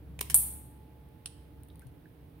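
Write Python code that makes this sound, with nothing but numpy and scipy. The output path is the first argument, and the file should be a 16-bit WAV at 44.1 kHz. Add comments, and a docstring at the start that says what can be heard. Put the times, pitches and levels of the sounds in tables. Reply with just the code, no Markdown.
"""Two quick cracks of plastic film, close by: scissors cut a sausage casing over a plate in a small kitchen.
The steel blades then snap shut, a broadband impact followed by the free vibration of their modes.
Later the scissors clink once, and the pivot ticks as they are opened again.
Near surfaces and the room reflect these sounds, over a low rumble, soft hiss and a faint appliance hum."""
import sys
import numpy as np
from scipy import signal
from scipy.fft import rfft, irfft
from scipy.io import wavfile

SR = 44100
rng = np.random.default_rng(int(sys.argv[2]) if len(sys.argv) > 2 else 0)


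def transcribe(signal):
    """Save signal, clipped to [-1, 1], as a 16-bit WAV file at the path in sys.argv[1]."""
    frames = np.atleast_2d(signal).T
    limited = np.clip(frames, -1, 1)
    pcm = np.round(limited * 32767).astype(np.int16)
    wavfile.write(sys.argv[1], SR, pcm)


N = 105840

# The blades shut and rebound once: start_s, level_db, t60_s, tilt_db_per_octave
SNAP_IMPACTS = [(.3439, -9, 0.026, -1), (.3605, -24, .025, 9)]
SNAP_S = SNAP_IMPACTS[0][0]
# Spectra of the clack and of the steel shimmer: frequency_hz, relative_db
CLACK_SPECTRUM = [(300, -29), (850, -25.5), (1300, -30.5), (1950, -34), (2600, -25.5), (5800, -22),
                  (7000, -10.5), (7700, -7), (8600, 8), (10200, -3.5), (12000, -7), (15600, -18),
                  (16200, -44.5)]
SHIMMER_SPECTRUM = [(1000, -32.5), (2500, -22), (5000, -28), (6200, -40), (7600, -21), (8500, 0),
                    (10000, 4.5), (12000, -3.5), (15500, -10.5), (16000, -34.5)]
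# Clear high modes and weaker low modes of the blades: pitch_hz, relative_db
HIGH_BLADE_MODES = [(7222, -20), (8587, -9), (8729, -8), (9304, -2), (9369, -6), (9778, -2), (9918, 0),
                    (10169, -9), (10388, -4), (10499, -1), (10982, -6), (11504, -1), (11710, -5),
                    (12118, -8), (12740, -6), (13036, -7), (13297, -10), (13693, -7), (14377, -6),
                    (14801, -11)]
LOW_BLADE_MODES = [(2326, 0.5), (2562, 0), (3424, -8.5), (4479, 3), (4560, -2), (4947, -4.5), (5604, -0.5),
                   (5992, -28.5), (6724, -3.5), (7574, -2.5)]
# Lightly damped blade modes: pitch_hz, level_db, t60_s
LASTING_MODES = [(859, -65, 6.9), (7222, -66, 0.78), (14379, -48, .6), (15700, -54.5, .55)]

# The film cracks when cut, crinkles when held: start_s, level_db, t60_s, tilt_db_per_octave, pan_db
FILM_CRACKS = [(0.1912, -34.5, 0.014, -5, -3.5), (.2080, -34, 0.035, -2, 2.5), (0.2117, -36.5, 0.01, 4, 5),
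               (0.2107, -15, 0.0022, 1, 0.5), (0.2116, -24.5, 0.017, -3, -0.5), (0.2155, -25, .003, 9.5, 5),
               (0.2994, -30.5, 0.028, -1, -7.5), (0.3055, -37, .08, 0, 12.5),
               (1.817, -64.5, 0.047, -1.5, 0), (1.868, -64, .04, -5, 3)]
# Spectrum of a crack: frequency_hz, relative_db
CRACK_SPECTRUM = [(150, -18), (350, -6), (1000, -5), (1330, -13), (1750, -1), (2900, 0), (4500, -3),
                  (7500, -1), (8700, 5.5), (11500, 6.5), (13500, -3), (15500, 0), (16600, -21)]

# The moved scissors clink and bounce: start_s, level_db, t60_s, tilt_db_per_octave
CLINK_IMPACTS = [(1.2585, -28.5, 0.013, -0.1), (1.27, -43, 0.011, -1)]
# Steel modes excited by the clink: pitch_hz, level_db
CLINK_PARTIALS = [(3200, -52), (3560, -46.5), (7978, -43), (9290, -32), (10780, -39.5)]
# Ticks of the pivot: start_s, level_db, pan_db
PIVOT_TICKS = [(1.0877, -63.5, -2), (1.634, -47.5, 10), (1.6859, -49.5, 5), (1.757, -49.5, 9),
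               (1.7945, -45.5, 8.5), (1.869, -58, 12), (1.873, -63, 16)]
# Spectra of a clink and of a tick: frequency_hz, relative_db
CLINK_SPECTRUM = [(500, -25), (1450, -12), (2300, -15), (2800, 1), (3600, -1), (4000, -0.5), (5400, -5.5),
                  (7000, -12.5), (8000, -5), (9300, 5.5), (10000, 0), (11300, -3), (12300, -21),
                  (15500, -20), (16500, -33)]
TICK_SPECTRUM = [(1000, -27.5), (4500, -13), (7000, -28.5), (9200, 2), (12000, -7), (15500, -10),
                 (16200, -30.5)]
# Knocks of casing, fingers and handles: start_s, pitch_hz, level_db, t60_s
HANDLING_KNOCKS = [(0.1913, 2450, -38, 0.0053), (0.2106, 397, -48, 0.013), (.2118, 990, -43, .008),
                   (.2118, 2630, -42, 0.014), (.3003, 1708, -42, .025), (.3005, 3020, -42, 0.047),
                   (.3442, 780, -39.5, .02), (0.3443, 1010, -42, 0.017), (1.689, 3500, -66, 0.027),
                   (1.7007, 3637, -56, 0.024), (1.809, 2090, -62, 0.044), (1.8195, 1560, -56, 0.045),
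                   (1.848, 125, -46.5, 0.031), (2.056, 1723, -53.5, .014)]

# Reflections from near surfaces: delay_s, gain_db
REFLECTIONS = [(.0045, -23), (0.0091, -20.5), (0.0162, -18)]
# Reverberation time of the kitchen: frequency_hz, t60_s
REVERB_TIMES = [(200, 0.85), (1000, 0.94), (3000, 0.77), (8000, 0.51), (15000, 0.58)]
# Left level minus right level at the microphones: frequency_hz, pan_db
MIC_BALANCE = [(200, 2), (1000, -0.5), (2500, -4.5), (5000, -2), (9000, 1), (13000, -2)]

# Envelope of the rumble: time_s, gain_db
RUMBLE_ENVELOPE = [(0.0, -50.5), (0.11, -43.5), (0.29, -46.5), (0.33, -40.5), (0.711, -51), (1.069, -55),
                   (1.18, -60), (1.61, -49.5), (1.679, -55.5), (1.82, -49), (1.86, -68), (1.941, -49),
                   (2.08, -72.5), (2.11, -56), (2.149, -63.5), (2.24, -49.5), (2.279, -64), (2.4, -71)]
# Spectral densities of the rumble's noisy part and of the room noise: frequency_hz, relative_db
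BOOM_SPECTRUM = [(60, -19.5), (110, 3.5), (170, -0.5), (280, -15.5), (500, -23.5), (1500, -34),
                 (5000, -55.5)]
FLOOR_SPECTRUM = [(15, -72), (25, -22), (47, -6), (70, 1), (165, -4.5), (205, -13.5), (299, -3.5),
                  (352, -14), (449, -14), (486, -17), (881, -21.5), (1150, -28.5), (2390, -32),
                  (3580, -35.5), (7220, -50), (9210, -40), (15800, -35)]
# Left-right likeness of the room noise: frequency_hz, correlation
FLOOR_CORRELATION = [(60, 1), (150, 0.99), (300, .82), (600, 0.14), (1500, 0.13), (10000, 0.1)]
# Tones of the appliance: pitch_hz, level_db
HUM_TONES = [(157, -66), (296, -72), (457.6, -71.5), (570.6, -88)]


def blade_snap(mode_count=200, shimmer_db=-19.5, shimmer_t60_s=0.18):
    """Impact excitation: the blades clack shut and set a dense shimmer of weak modes vibrating."""
    out, t = np.zeros((2, N)), np.arange(SR) / SR
    for start_s, db, t60, tilt_db in SNAP_IMPACTS:
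        add(out, start_s, amp(db) * burst(CLACK_SPECTRUM, t60, tilt_db, correlation=0.044))
    shimmer = np.zeros((2, SR))
    for k, (place, decay, left, right) in enumerate(rng.random((mode_count, 4))):
        hz = 1000 + 15000 * ((k + place) / mode_count) ** .42  # crowded toward the treble
        t60 = shimmer_t60_s * np.exp(0.2 * (2 * decay - 1))
        envelope = amp(read(SHIMMER_SPECTRUM, hz) - 60 * t / t60)
        shimmer += envelope * np.sin(2 * np.pi * (hz * t + np.array([[left], [right]])))
    onset_rms = np.sqrt(np.mean(shimmer[:, :SR // 50] ** 2))
    add(out, SNAP_S, amp(shimmer_db) * shimmer / onset_rms)
    return out


def blade_ring():
    """Free vibration: after the snap the steel rings on, longest in its least damped modes."""
    out = np.zeros((2, N))
    add(out, SNAP_S, amp(-24.5) * chord(HIGH_BLADE_MODES, t60=0.42))
    add(out, SNAP_S, amp(-57) * chord(LOW_BLADE_MODES, t60=0.54))
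    for hz, db, t60 in LASTING_MODES:
        add(out, SNAP_S, amp(db) * mode(hz, t60, spread_rad=0.5045))
    return out


def casing_cracks():
    """Sudden release of stress: the film gives way in short broadband bursts."""
    out = np.zeros((2, N))
    for start_s, db, t60, tilt_db, pan_db in FILM_CRACKS:
        add(out, start_s, amp(db) * pan(pan_db) * burst(CRACK_SPECTRUM, t60, tilt_db, correlation=0.23))
    return out


def scissor_clink():
    """Damped impact: the hand absorbs the steel's vibration, leaving a faint after-ring."""
    out = np.zeros((2, N))
    for start_s, db, t60, tilt_db in CLINK_IMPACTS:
        add(out, start_s, amp(db) * burst(CLINK_SPECTRUM, t60, tilt_db, correlation=0.19))
    for hz, db in CLINK_PARTIALS:
        ring = mode(hz, t60=0.024) + amp(-28) * mode(hz, t60=0.32)
        add(out, CLINK_IMPACTS[0][0], amp(db) * ring)
    return out * pan(db=-3.5)


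def pivot_ticks():
    """Impulsive excitation: the pivot gives brief, bright ticks as the blades open."""
    out = np.zeros((2, N))
    for start_s, db, pan_db in PIVOT_TICKS:
        add(out, start_s, amp(db) * pan(pan_db) * burst(TICK_SPECTRUM, t60=0.0073))
    return out


def handling_knocks(relative_bandwidth=0.19):
    """Resonance: each knock excites one broad peak, formed by filtering a noise pulse twice."""
    out, t = np.zeros((2, N)), np.arange(SR // 2) / SR
    for start_s, hz, db, t60 in HANDLING_KNOCKS:
        pulse = noise_pair(correlation=0.56, size=len(t)) * amp(-60 * t / t60)
        b, a = signal.iirpeak(hz, 1 / relative_bandwidth, SR)
        knock = signal.lfilter(b, a, signal.lfilter(b, a, pulse))
        add(out, start_s, amp(db) * np.sqrt(2) * knock / abs(knock).max())
    return out


def kitchen_reverb(x, build_up_s=0.0032):
    """Diffuse reverberation: in a small hard room each band decays exponentially at its own rate."""
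    hz, t, bands = signal.stft(rng.standard_normal((2, SR)), SR, nperseg=256)
    decay = amp(-60 * t / read(REVERB_TIMES, hz)[:, None])
    _, tail = signal.istft(bands * decay, SR, nperseg=256)
    tail *= np.minimum(np.arange(tail.shape[1]) / SR / build_up_s, 1)
    return signal.fftconvolve(x, tail / np.linalg.norm(tail[0]), axes=1)[:, :N]


def low_rumble():
    """Amplitude modulation: a deep tone and low noise swell and fade under one envelope."""
    boom_gain = amp(read(BOOM_SPECTRUM, np.fft.rfftfreq(N, 1 / SR)))
    boom = unit(irfft(rfft(noise_pair(correlation=0.837, size=N)) * boom_gain, N))
    swell = amp(np.interp(np.arange(N) / SR, *np.transpose(RUMBLE_ENVELOPE)))
    return swell * (amp(-3) * drone(hz=67.2, width_hz=7) + amp(-8.5) * boom)


def room_noise(cutoff_hz=15850):
    """Spatial coherence: the steady noise is alike on both sides in the bass, unlike in the treble."""
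    hz = np.fft.rfftfreq(N, 1 / SR)
    white = rfft(rng.standard_normal((2, N)))
    spectra = correlate(*white, read(FLOOR_CORRELATION, hz))
    gain = amp(read(FLOOR_SPECTRUM, hz)) / np.sqrt(1 + (hz / cutoff_hz) ** 200)
    return amp(-55) * unit(irfft(spectra * gain, N)) * pan(db=-4)


def appliance_hum():
    """Sustained vibration: an appliance radiates a few faint, slowly wavering tones."""
    return sum(amp(db) * drone(hz, width_hz=0.67, waver=0.54) for hz, db in HUM_TONES)


def amp(db):
    """Amplitude ratio of a level in decibels."""
    return 10 ** (np.asarray(db) / 20)


def unit(x):
    """Normalisation to an rms of 1."""
    return x / np.sqrt(np.mean(x ** 2) + 1e-20)


def read(points, hz):
    """Interpolation of a table on a log-frequency axis."""
    frequencies, values = np.transpose(points)
    return np.interp(np.log(hz + 1), np.log(frequencies + 1), values)


def add(mix, start_s, sound):
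    """Superposition of a sound on the stereo mix from start_s onward."""
    part = mix[:, round(start_s * SR):][:, :sound.shape[-1]]
    part += sound[..., :part.shape[1]]


def pan(db):
    """Stereo gains for a level difference, left minus right."""
    return amp([[db / 2], [-db / 2]])


def correlate(a, b, correlation):
    """Partial coherence: the right channel shares part of the left channel's noise."""
    return np.array([a, correlation * a + np.sqrt(1 - correlation ** 2) * b])


def noise_pair(correlation, size):
    """Two partially coherent white noises."""
    return correlate(*rng.standard_normal((2, size)), correlation)


def burst(spectrum, t60, tilt_db=0, correlation=0.31):
    """Source and filter: decaying noise is coloured at minimum phase, which keeps its onset sharp."""
    t, hz = np.arange(SR) / SR, abs(np.fft.fftfreq(2048, 1 / SR))
    gain = unit(amp(read(spectrum, hz) + tilt_db * np.log2((hz + 500) / 5000)))
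    log_response = np.conj(signal.hilbert(np.log(gain + 1e-5)))
    taps = np.fft.ifft(np.exp(log_response)).real
    excitation = noise_pair(correlation, SR) * amp(-60 * t / t60)
    return signal.fftconvolve(excitation, taps[None, :1024], axes=1)


def mode(hz, t60, spread_rad=1.):
    """Damped harmonic oscillation, reaching the two microphones in different phases."""
    t = np.arange(N) / SR
    phase = spread_rad * rng.uniform(-0.86, 1) * np.array([[1], [-1]])
    attack = np.minimum(t * hz / 2, 1)  # two cycles
    return np.sqrt(2) * np.sin(2 * np.pi * hz * t + phase) * amp(-60 * t / t60) * attack


def chord(modes, t60):
    """Modal superposition, scaled to a starting rms near 1."""
    ring = sum(amp(db) * mode(hz, t60, spread_rad=0.32) for hz, db in modes)
    return ring / np.linalg.norm(amp([db for _, db in modes]))


def drone(hz, width_hz, waver=0):
    """Random modulation: a tone drifts in phase and may waver in level."""
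    lowpass = np.exp(-(np.fft.fftfreq(N, 1 / SR) / width_hz) ** 2)
    drift = unit(np.fft.ifft(np.fft.fft(rng.standard_normal(N)) * lowpass).real)
    phase = 2 * np.pi * hz * np.arange(N) / SR + 0.58 * drift[::-1]
    return unit((1 + waver * drift) * np.sin(phase))


def microphones(x):
    """Level difference: the two microphones receive each band with unequal strength."""
    pan_db = read(MIC_BALANCE, np.fft.rfftfreq(N, 1 / SR))
    return irfft(rfft(x) * amp(np.outer([.5, -.5], pan_db)), N)


def scene():
    """Superposition of direct sound, reverberation, early reflections and background."""
    small_sounds = casing_cracks() + pivot_ticks() + handling_knocks()
    snap, clink = blade_snap(), scissor_clink()
    out = small_sounds + snap + clink + blade_ring()
    out += kitchen_reverb(amp(-11) * small_sounds + amp(-7) * snap + amp(-12.5) * clink)
    reflected = (snap + amp(2) * (small_sounds + clink))[::-1]  # left and right exchanged
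    for delay_s, db in REFLECTIONS:
        add(out, delay_s, amp(db) * reflected)
    return microphones(out) + room_noise() + low_rumble() + appliance_hum()


def record(dry, ceiling=0.52, cutoff_hz=16500):
    """Saturation and band limiting: the snap's first instant overloads the input; a low-pass follows."""
    saturated = dry / (1 + (dry / ceiling) ** 6) ** (1 / 6)
    lowpass = signal.firwin(511, cutoff_hz, window=("kaiser", 9), fs=SR)
    return signal.oaconvolve(saturated, lowpass[None], "same")


dry = scene()
out = record(dry)
transcribe(out)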